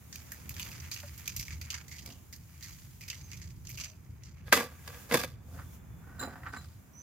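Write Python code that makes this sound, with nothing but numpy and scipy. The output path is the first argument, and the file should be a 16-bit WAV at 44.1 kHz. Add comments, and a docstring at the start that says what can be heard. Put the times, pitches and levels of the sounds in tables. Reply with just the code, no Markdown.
"""Greasy gears and bearings click, clack and grind in a man's hands: noise bursts and rubbing through steel modes.
He sets parts on a steel plate with knocks and drags; dull thuds and slides, a few early, most after the plate,
are noise through resonances too. A tapped bearing ring chimes as a bank of decaying modes.
Thin squeaky peeps, soft tones and a faint, nearly steady thin high tone are wavering sines.
Wind and far engines rumble low, the open yard murmurs and hisses: filtered noise with drifting levels."""
import sys
import numpy as np
from scipy import signal
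from scipy.fft import rfft, irfft
from scipy.io import wavfile
from scipy.ndimage import uniform_filter1d

SR = 44100
rng = np.random.default_rng(int(sys.argv[2]) if len(sys.argv) > 2 else 0)


def store_pcm(level_fs):
    """Save levels as 16-bit WAV."""
    pcm = np.round(np.clip(level_fs, -1, 1) * 32767).astype(np.int16)
    wavfile.write(sys.argv[1], SR, np.atleast_2d(pcm).T)


N = 309582
T = np.arange(N) / SR  # seconds

# All level_db and peak_db are nominal, before the trims in the source functions.
# Low, clack and top dB are relative to the row's peak or level.
# Parts knocking in the hands: start_s, peak_db, clack_db, top_db, chatter_t60_s, clack_hz, clink_hz
HAND_CLICKS = [(0.1269, -36.5, -11.5, -15, 0.33, 1760, 5860), (0.1575, -43.5, -0.5, 4, 0.075, 2660, 5840),
               (0.3189, -38, -0.5, 3, 0.17, 1800, 6230), (0.4927, -39.5, -8, 7.5, 0.13, 2580, 6800),
               (0.5415, -43.5, -4, 2, 0.9, 3270, 6110), (0.596, -33.5, 1.5, -1, 0.16, 2810, 7150),
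               (0.629, -37, -8, -9, 0.034, 2480, 4500), (0.716, -39.5, -5, -12, 0.06, 2610, 5500),
               (0.8, -37.5, -25, -18, 0.069, 1970, 6160), (0.9145, -29, -14.5, -1.5, 0.3, 2280, 4530),
               (0.926, -35, -14, -10, 0.1, 2400, 4800), (0.9616, -46, 6.5, -19, 0.26, 2630, 6190),
               (1.178, -39.5, -16, 8, 0.11, 2650, 6510), (1.257, -43, -10, -4, 0.15, 3050, 6000),
               (1.277, -26, -7, -6, 0.15, 2430, 5900), (1.3637, -31.5, -14, 2, 0.33, 2280, 5800),
               (1.395, -33, -9.5, -17, 0.3, 2420, 5960), (1.4813, -53, 10.5, -21, 0.11, 2220, 6040),
               (1.506, -38.5, 0, -21, 0.22, 2130, 6350), (1.6137, -37.5, -4, -4, 0.24, 2310, 4730),
               (1.6506, -41, -15, -19, 0.12, 2250, 6630), (1.7031, -24.5, -8.5, -11, 0.19, 2780, 4800),
               (1.7415, -31.5, -5, -26, 0.14, 1980, 6000), (1.776, -50, 6.5, -19, 0.15, 1540, 6340),
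               (1.881, -47, -4.5, 1, 0.7, 2070, 7200), (1.914, -44, -3.5, -26, 0.66, 2130, 4850),
               (1.9836, -44, -1, -5, 0.14, 2770, 4860), (2.0602, -38.5, -10.5, 0, 0.18, 2270, 4960),
               (2.102, -47.5, -1.5, -12.5, 0.31, 2890, 6100), (2.3266, -40, -8.5, -3.5, 0.22, 1930, 5000),
               (2.609, -51, -2, -1, 0.18, 2000, 6880), (2.626, -35, -9, -9, 0.35, 2030, 4440),
               (3.009, -44.5, 0.5, -3, 0.41, 2340, 5230), (3.0365, -46, -3, -21, 0.16, 2100, 6500),
               (3.0802, -38.5, -2.5, -13, 0.15, 2200, 5040), (3.1006, -31.5, -1.5, -10, 0.17, 2770, 4950),
               (3.1296, -42.5, 1, -22, 0.13, 2130, 6860), (3.212, -49.5, -1.5, -22, 0.092, 2220, 6000),
               (3.3156, -38, -3.5, -8, 0.22, 2360, 6300), (3.332, -41, -3, -19, 0.083, 2350, 6240),
               (3.416, -43.5, -3.5, -20, 0.23, 2050, 6170), (3.6506, -48, -10, -3, 0.31, 1830, 6000),
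               (3.6707, -35.5, -16, -13, 0.18, 2680, 6060), (3.692, -41.5, -1, 5, 0.19, 2360, 6150),
               (3.774, -36, -3.5, -14, 0.36, 2520, 6400), (3.799, -33.5, -8, -21, 0.25, 2450, 5860),
               (3.8361, -34.5, -6, -13, 0.083, 2720, 5040), (4.2351, -44, -19, -37, 0.31, 2080, 5750)]
# Parts grinding in the hands: time_s, level_db, low_db
HAND_GRIND = [(0.0, -83, 10), (0.17, -72, 4.5), (0.46, -65.5, 3.5), (0.68, -56, 1), (0.95, -62, 1.5),
              (1.23, -63, 2.5), (1.5, -64, -2.5), (1.6, -72.5, 1.5), (1.74, -64.5, 17.5), (2.12, -87, -39),
              (2.39, -77, 0), (2.69, -61, 0), (3.0, -73, -5), (3.28, -60.5, -5.5), (3.44, -62.5, -7.5),
              (3.63, -76.5, -0.5), (3.8, -51.5, -7), (3.97, -78.5, 0.5), (4.45, -76.5, 9)]
# Spectrum of the gears: frequency_hz, density_db (per Hz, relative)
GEAR_SPECTRUM = [(410, -40), (700, -12.5), (1160, 2), (1390, 1.5), (2270, 6.5), (3700, -6.5), (4820, -1.5),
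                 (5360, -7), (6120, 1), (9100, -13.5), (11000, -14), (12500, -12), (13700, -12.5),
                 (15200, -7), (16500, -30)]
# Resonances of the gears, the last a broad lift in the treble: frequency_hz, width_hz, lift_db (over the
# spectrum)
GEAR_RESONANCES = [(4800, 160, 1.5), (5130, 130, 6), (6450, 120, -1), (6250, 120, -8), (7100, 130, 6),
                   (12670, 1650, 16)]

# Parts landing on the plate: start_s, peak_db, low_db, top_db, loudest_ring_hz
PLATE_KNOCKS = [(4.48, -36, -8, -28, 1220), (4.523, -9.5, -12, -34, 1026), (4.526, -3.5, -19, -11, 1545),
                (4.533, -14, -14, -21, 1280), (4.573, -18.5, -15, -30, 2480), (4.585, -26, -15, -16, 1640),
                (4.607, -27, 2, -11, 1100), (4.877, -34, -10, 2.5, 1610), (4.944, -45, -12, 0, 1580),
                (5.112, -18, -3, -15, 2200), (5.122, -20.5, 5, -0.5, 910), (5.142, -14.5, 6.5, -0.5, 1090),
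                (5.151, -16.5, 5, -23, 1050), (5.171, -30, -19, 6, 1940), (5.204, -41, 8, -22, 902),
                (5.236, -23.5, 1.5, -7, 2300), (5.244, -27.5, 3.5, 0.5, 2410)]
# Parts dragged over the plate: peak_s, rise_s, fall_s, peak_db, low_db, top_db
PLATE_DRAGS = [(4.475, 0.041, 0.3, -59, -5, 2.5), (4.526, 0.008, 0.12, -29, 0, 5),
               (4.578, 0.042, 0.12, -34.5, -1, -5.5), (4.7, 0.042, 0.58, -61.5, -16, -12),
               (4.876, 0.052, 0.54, -54, -2, -2), (5.152, 0.06, 0.039, -28.5, 0.5, -0.5),
               (5.2, 0.11, 0.14, -42.5, 0.5, 4.5)]
# Spectrum of the plate: frequency_hz, density_db (per Hz, relative)
PLATE_SPECTRUM = [(76, -45), (130, -11), (264, -9.5), (413, -11), (476, -4.5), (713, -11), (1070, -10),
                  (1390, -14), (1570, -9), (3840, -21), (6760, -23), (8800, -28), (12700, -22),
                  (15500, -28.5), (16500, -69)]
# Resonances of the plate: frequency_hz, width_hz, lift_db (over the spectrum)
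PLATE_RESONANCES = [(235.3, 50, 7), (473.3, 26, 7.5), (510, 46, 5), (587, 20, -3), (746, 40, 0.5),
                    (1069, 27, -0.5), (1164, 14, 9.5), (1248, 26, 6.5), (1500, 36, 0), (1646, 34, 9.5),
                    (1970, 8.8, 8.5), (2060, 40, 5.5), (2300, 45, 6.5), (2543, 48, 7), (3494, 57, 8),
                    (4740, 49, 9.5)]

# Dull bumps: start_s, peak_db, low_db, loudest_ring_hz
DULL_THUDS = [(1.0315, -32, -10, 584), (2.0617, -61, -5, 590), (5.5494, -64, 2, 536),
              (5.588, -38.5, -21, 530), (6.2271, -32.5, 2, 1440), (6.244, -49, -7, 1570),
              (6.274, -45, 16, 735), (6.355, -41, -9, 1460), (6.432, -37.5, -21, 1870),
              (6.4643, -26, -22, 1450), (6.5375, -30, -14, 1750), (6.565, -34, -17, 1490)]
# Dull slides: peak_s, rise_s, fall_s, peak_db, low_db, top_db
DULL_SLIDES = [(2.075, .04, 0.12, -65, 15, 15), (5.55, 0.2, .06, -69, 16, 0),
               (5.598, .08, 0.14, -53, -16, -10.5), (6.1, 0.25, 0.49, -61.5, 1.5, -13),
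               (6.236, 0.078, 0.066, -41, -0.5, -9.5), (6.286, .03, 0.35, -51.5, 1.5, -13),
               (6.472, .06, 0.099, -45.5, -16, -25), (6.536, .02, 0.11, -52.5, -1.5, -2),
               (6.65, 0.26, 0.27, -68.5, -4.5, 7)]
# Spectrum of the thuds and slides: frequency_hz, density_db (per Hz, relative)
DULL_SPECTRUM = [(120, -36), (200, 3.5), (606, -9.5), (784, -1), (943, -5.5), (1470, -8), (3190, -30),
                 (3980, -30.5), (5760, -36), (7060, -33), (15000, -47), (16500, -43)]
# Resonances of the thuds and slides: frequency_hz, width_hz, lift_db (over the spectrum)
DULL_RESONANCES = [(270, 18, 10), (522, 46, 9.5), (708, 60, 6.5), (1165, 21, 4.5), (1525, 30, 6),
                   (1894, 78, 4.5), (4940, 340, 7)]

# Taps on the bearing ring: start_s, peak_db
RING_TAPS = [(6.1942, -41), (6.2055, -63), (6.219, -57), (6.245, -62), (6.263, -64), (6.4824, -62),
             (6.5641, -54)]
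# Free modes of the bearing ring: frequency_hz, level_db, t60_s
RING_PARTIALS = [(1535, 1, 0.086), (3994, -3, 0.21), (4040, -5.5, 0.15), (3970, -21, .06), (7200, 1, 0.083),
                 (7316, -4, 0.09), (7510, -5, 0.076), (10950, -4.5, 0.055), (12200, -15, 0.15),
                 (14960, -4, 0.068)]

# Thin rough squeaky peeps, perhaps metal rubbing: start_s, length_s, first_hz, middle_hz, last_hz, level_db
PEEP_NOTES = [(3.15, .165, 5850, 6260, 5950, -65), (3.79, .13, 6100, 6020, 6000, -59),
              (6.935, .15, 5900, 6080, 6050, -61)]
# Soft tones, two low and one higher: start_s, length_s, first_hz, middle_hz, last_hz, level_db
SOFT_NOTES = [(3.735, .22, 615, 625, 630, -72), (5.52, .1, 535, 540, 545, -66),
              (6.04, .3, 1490, 1500, 1510, -62)]
# A faint, nearly steady thin high tone: start_s, length_s, first_hz, middle_hz, last_hz, level_db
STEADY_TONE = (5.3, .8, 3475, 3475, 3475, -84)

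# Wind and engine rumble: time_s, level_db
RUMBLE_LEVEL = [(0.0, -57), (0.41, -54), (0.51, -50.5), (1.06, -51.5), (1.25, -54.5), (1.47, -48),
                (1.8, -54.5), (2.87, -53), (3.28, -47.5), (3.68, -48.5), (3.9, -56), (4.11, -50.5),
                (4.44, -50), (4.57, -54.5), (5.0, -56.5), (5.43, -49), (6.76, -52.5), (7.02, -63)]
# Spectrum of the rumble: frequency_hz, density_db (per Hz, relative)
RUMBLE_SPECTRUM = [(12, -68), (20, -48), (51, -7), (80, 1), (130, -6), (177, -8.5), (200, -17.5),
                   (334, -26), (372, -27), (403, -35), (500, -37.5), (650, -77), (1100, -120)]
# Engine drone: frequency_hz, width_hz, lift_db (over the rumble)
ENGINE_RESONANCES = [(81.4, 5.4, 3), (125.4, 9.6, 2)]
# Murmur of the yard: time_s, level_db
MURMUR_LEVEL = [(0.0, -63), (0.68, -57), (1.39, -65.5), (2.11, -61.5), (2.4, -66), (4.65, -65.5),
                (5.05, -62), (5.3, -66), (6.04, -62), (6.4, -62), (6.73, -66), (7.02, -64)]
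# Treble hiss and rustle of the yard: time_s, level_db
HISS_LEVEL = [(0.0, -63), (0.17, -58.5), (0.68, -54), (0.88, -55.5), (1.2, -56), (1.7, -64), (2.11, -62),
              (2.38, -65), (2.75, -59.5), (3.3, -66.5), (3.81, -64.5), (3.97, -69), (4.4, -75.5),
              (4.65, -65), (5.02, -51.5), (5.14, -60), (5.33, -78), (5.55, -62), (5.7, -62.5), (5.75, -58),
              (5.8, -68), (6.2, -63), (7.02, -66.5)]
# Spectrum of the yard: frequency_hz, density_db (per Hz, relative)
YARD_SPECTRUM = [(120, -30), (200, -7.5), (354, -20.5), (640, -23.5), (715, -24.5), (892, -23),
                 (2130, -29.5), (2370, -28.5), (2560, -33), (3370, -38), (4370, -42.5), (7060, -33.5),
                 (8030, -40.5), (15300, -33.5), (16500, -47)]


def hands(rough):
    """Gears and bearings: short cracks, chatter and grinding ring the steel, with a clack and a clink per click."""
    touch = dict(crack_db=-6, crack_s=.0025, chatter_db=-10)
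    s, peak_db, clack_db, top_db, t60, clack_hz, clink_hz = np.transpose(HAND_CLICKS)
    grind_top_db = -6
    grind = [(when, db, low, grind_top_db) for when, db, low in HAND_GRIND]
    # the broad bands sit under the clack and the clink
    blows = np.transpose([s, peak_db - 3, clack_db - 12, top_db, t60])
    body = steel(blows, [grind], GEAR_SPECTRUM, GEAR_RESONANCES, (3600, 7800), rough,
                 shared=(.45, .3, .15), patchy_db=-2.0, **touch)
    clacks = accents(s, peak_db + clack_db + 16.5, t60, clack_hz, rough, sharpness=3.66, shared=0.59, **touch)
    clinks = accents(s, peak_db + 6, t60, clink_hz, rough, sharpness=6, shared=.3, **touch)
    return body + clacks + clinks


def plate(fine):
    """Parts land on the steel plate and drag over it, exciting its resonances with impacts and friction noise."""
    chatter_t60_s = 0.036
    knocks = [(s, db, low, top, chatter_t60_s, hz) for s, db, low, top, hz in PLATE_KNOCKS]
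    return heavy(knocks, slides(PLATE_DRAGS), PLATE_SPECTRUM, PLATE_RESONANCES, (800, 3500), fine,
                 accent_db=17, sharpness=11, crack_db=-11, crack_s=.0025, chatter_db=-20)


def thuds_and_slides(rough):
    """Dull thuds and slides, a few early, most after the plate: longer cracks and chatter than on the plate."""
    top_db, chatter_t60_s = -26, .11
    thuds = [(s, db, low, top_db, chatter_t60_s, hz) for s, db, low, hz in DULL_THUDS]
    return heavy(thuds, slides(DULL_SLIDES), DULL_SPECTRUM, DULL_RESONANCES, (1200, 3500), rough,
                 accent_db=22.5, sharpness=9.7, crack_db=-15.0, crack_s=0.005, chatter_db=-22.5)


def ring():
    """Free modes of the bearing ring; every tap rattles a moment and excites them in other proportions."""
    share_db = 1.3 * rng.standard_normal((len(RING_TAPS), len(RING_PARTIALS)))
    rattle = undb(-25.0) * np.exp(-T[:SR // 10] / 0.023)
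    out = np.zeros((2, N))
    first = int(RING_TAPS[0][0] * SR)
    for k, (hz, db, t60) in enumerate(RING_PARTIALS):
        rattles, hits = np.zeros(N), np.zeros(N)
        for (s, peak_db), tap_db in zip(RING_TAPS, share_db[:, k]):
            at = int(s * SR)
            gain_db = peak_db + db + tap_db
            rattles[at:at + len(rattle)] += undb(gain_db) * rattle
            hits[at] = undb(gain_db - 12.0)
        drive = hits + rattles * pair(0.14)
        pole = np.exp(2j * np.pi * hz / SR - np.log(1000) / (t60 * SR))
        ringing = signal.lfilter([1], [1, -pole], drive[:, first:]).imag
        # the ringing flutters unsteadily in level
        out[:, first:] += ringing * undb(3.5 * walk(400)[first:])
    return out


def peeps():
    """Thin squeaky high tones, rough in level and louder on the right."""
    notes = sum(tone(note(*row), flutter_db=2.5, waver=.006, rasp_db=3) for row in PEEP_NOTES)
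    return notes * undb([[-3], [3]])


def soft_tones():
    """Soft sines that waver widely in pitch."""
    return sum(tone(note(*row), flutter_db=2.2, waver=.025, rasp_db=3) for row in SOFT_NOTES)


def steady_tone():
    """A faint thin high sine, nearly steady in pitch and unsteady in level."""
    return tone(note(*STEADY_TONE), flutter_db=4, waver=.002, rasp_db=2)


def wind_and_engines():
    """Gusty low noise with engine resonances, nearly alike in both channels."""
    level_db = table_curve(RUMBLE_LEVEL, column=1) + 3.0 + 1.5 * walk(12)
    rumble = filtered(pair(0.9) * undb(level_db), response(RUMBLE_SPECTRUM, ENGINE_RESONANCES, size=16384))
    return rumble * undb([[-.4], [.4]])


def yard():
    """Murmur and treble hiss from all sides: wide noise in a low and a high band, each drifting in level."""
    murmur_db = table_curve(MURMUR_LEVEL, column=1) + 2.0 + 1.27 * walk(3.59)
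    murmur = filtered(pair(0.22) * undb(murmur_db), response(YARD_SPECTRUM, hi_hz=2840.0))
    hiss_db = table_curve(HISS_LEVEL, column=1) + 1.0 * walk(3)
    hiss = filtered(pair(0.019) * undb(hiss_db), response(YARD_SPECTRUM, lo_hz=3040.0))
    return (murmur + hiss) * undb([[-.6], [.6]])


def heavy(blows, rubs, spectrum, resonances, edges_hz, rough, accent_db, sharpness, **touch):
    """Bumping and sliding through one body, plus the loudest ring of each blow."""
    s, peak_db, _, _, t60, hz = np.transpose(blows)
    body = steel(blows, rubs, spectrum, resonances, edges_hz, rough,
                 shared=(.95, .7, .3), patchy_db=-0.5, **touch)
    return body + accents(s, peak_db + accent_db, t60, hz, rough, sharpness, shared=0.95, **touch)


def steel(blows, rubs, spectrum, resonances, edges_hz, rough, shared, patchy_db, **touch):
    """Blows and rubbing drive three bands of one body; each flickers alone, its channels sharing less in the treble."""
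    force = np.zeros((3, N))  # low, middle, top
    for rows in rubs:
        band_db = np.array([table_curve(rows, column=2), 0 * T, table_curve(rows, column=3)])
        force += undb(table_curve(rows, column=1) + band_db) * rough
    for s, peak_db, low_db, top_db, t60, *_ in blows:
        span = quarter_second(s)
        force[:, span] += undb([[low_db], [0], [top_db]]) * blow(peak_db, t60, rough[span], **touch)
    out = np.zeros((2, N))
    for drive, share, lo, hi in zip(force, shared, (0., *edges_hz), (*edges_hz, 1e6)):
        noise = drive * undb(patchy_db * walk(70)) * pair(share)
        out += filtered(noise, response(spectrum, resonances, lo, hi, size=4096))
    return out


def accents(s, peak_db, t60, hz, rough, sharpness, shared, **touch):
    """Grip and point of contact lift one resonance, at its own pitch for each blow."""
    out, noise = np.zeros((2, N)), pair(shared)
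    for k in range(len(s)):
        span = quarter_second(s[k])
        drive = noise[:, span] * blow(peak_db[k], t60[k], rough[span], **touch)
        peak = signal.iirpeak(hz[k], sharpness, fs=SR)
        out[:, span] += signal.lfilter(*peak, signal.lfilter(*peak, drive))
    return out


def blow(peak_db, t60, rough, crack_db, crack_s, chatter_db):
    """Force of one blow: a short crack, with a fading chatter."""
    age = T[:len(rough)]
    crack = undb(crack_db) * np.exp(-age / crack_s)
    chatter = undb(chatter_db - 60 * age / max(t60, .005)) * rough
    return undb(peak_db) * (crack + chatter)


def slides(rows):
    """Curves of slides: each swells to its peak and dies away, straight in dB."""
    fade_db = 30  # gained over rise_s, lost over each fall_s
    return [[(s - rise, db - fade_db, low, top), (s, db, low, top), (s + 2 * fall, db - 2 * fade_db, low, top)]
            for s, rise, fall, db, low, top in rows]


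def grit(per_s, spread_db, top_db, grain_s):
    """Envelope of tiny contacts of uneven size over a smooth bed; rms 1."""
    sizes = undb(np.minimum(spread_db * rng.exponential(size=N), top_db))
    hits = (rng.random(N) < per_s / SR) * sizes
    env = 1 + signal.lfilter([1], [1, -np.exp(-1 / (grain_s * SR))], hits)
    return env / np.sqrt(np.mean(env ** 2))


def note(start, length, first_hz, middle_hz, last_hz, db):
    """Curve of one note: the pitch bends smoothly through three values, the level arches."""
    u = np.linspace(-1, 1, 21)
    hz = middle_hz + (last_hz - first_hz) / 2 * u + ((first_hz + last_hz) / 2 - middle_hz) * u ** 2
    edge_db = 7  # how far the ends lie under the middle
    return np.transpose([start + length * (u + 1) / 2, hz, db - edge_db * u ** 4])


def tone(rows, flutter_db, waver, rasp_db):
    """A sine, unsteady in pitch and level, with a quick rasp."""
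    hz = table_curve(rows, column=1, off=2.5) * (1 + waver * walk(250))
    db = table_curve(rows, column=2) + flutter_db * walk(60) + rasp_db * walk(700)
    return np.sqrt(2) * undb(db) * np.sin(2 * np.pi * np.cumsum(hz) / SR)


def response(spectrum, resonances=(), lo_hz=0., hi_hz=1e6, size=8192):
    """Minimum-phase impulse response of a spectrum with resonances on top, cut to a band; power gain 1."""
    f = np.arange(size // 2 + 1) * SR / size + 1
    hz, db = np.transpose(spectrum)
    power = undb(2 * np.interp(np.log(f), np.log(hz), db))
    power = power * (1 + sum(undb(2 * d) / (1 + (2 * (f - m) / w) ** 2) for m, w, d in resonances))
    power = power / (1 + (lo_hz / f) ** 8) / (1 + (f / hi_hz) ** 8)
    # folding the cepstrum makes the response causal
    cepstrum = irfft(np.log(power + 1e-14) / 2)
    cepstrum[1:size // 2] *= 2
    cepstrum[size // 2 + 1:] = 0
    h = irfft(np.exp(rfft(cepstrum)))
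    return h / np.sqrt(np.sum(h ** 2))


def filtered(x, h):
    """Both channels through one response."""
    return signal.oaconvolve(x, h[None], axes=1)[:, :N]


def pair(shared):
    """Left and right noise with the part `shared` of their power in common."""
    shared = np.clip(shared, 0, 1)
    common = rng.standard_normal(N)
    return np.sqrt(shared) * common + np.sqrt(1 - shared) * rng.standard_normal((2, N))


def walk(rate):
    """Random levels, `rate` per second, joined by slopes; spread near 1."""
    k = int(SR / rate)
    steps = np.repeat(rng.standard_normal(N // k + 1), k)
    return 1.4 * uniform_filter1d(steps, k)[:N]


def table_curve(rows, column, off=-120.):
    """One column of a table as a curve over time, at `off` outside its span."""
    rows = np.array(rows)
    return np.interp(T, rows[:, 0], rows[:, column], off, off)


def quarter_second(s):
    """Samples of the quarter second from time s."""
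    return slice(int(s * SR), int(s * SR) + SR // 4)


def undb(db):
    """dB to amplitude gain."""
    return 10 ** (np.asarray(db) / 20)


def scene():
    """The work a little to the right, the yard all round."""
    rough = grit(per_s=700, spread_db=2.5, top_db=7, grain_s=.002)
    # the flat plate chatters more evenly
    fine = grit(per_s=1500, spread_db=1.5, top_db=4, grain_s=.002)
    work = hands(rough) * undb([[-1.7], [1.7]])
    work += (plate(fine) + thuds_and_slides(rough)) * undb([[-.8], [.8]])
    work += ring() * undb([[-.4], [.4]])
    work[0] = np.roll(work[0], 2)  # the left channel hears the work 2 samples later
    return work + peeps() + soft_tones() + steady_tone() + wind_and_engines() + yard()


def record(dry):
    """The phone cuts the top: a steep elliptic low-pass at 16.1 kHz."""
    return signal.sosfilt(signal.ellip(10, .2, 80, 16100, fs=SR, output="sos"), dry)


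dry = scene()
out = record(dry)
store_pcm(out)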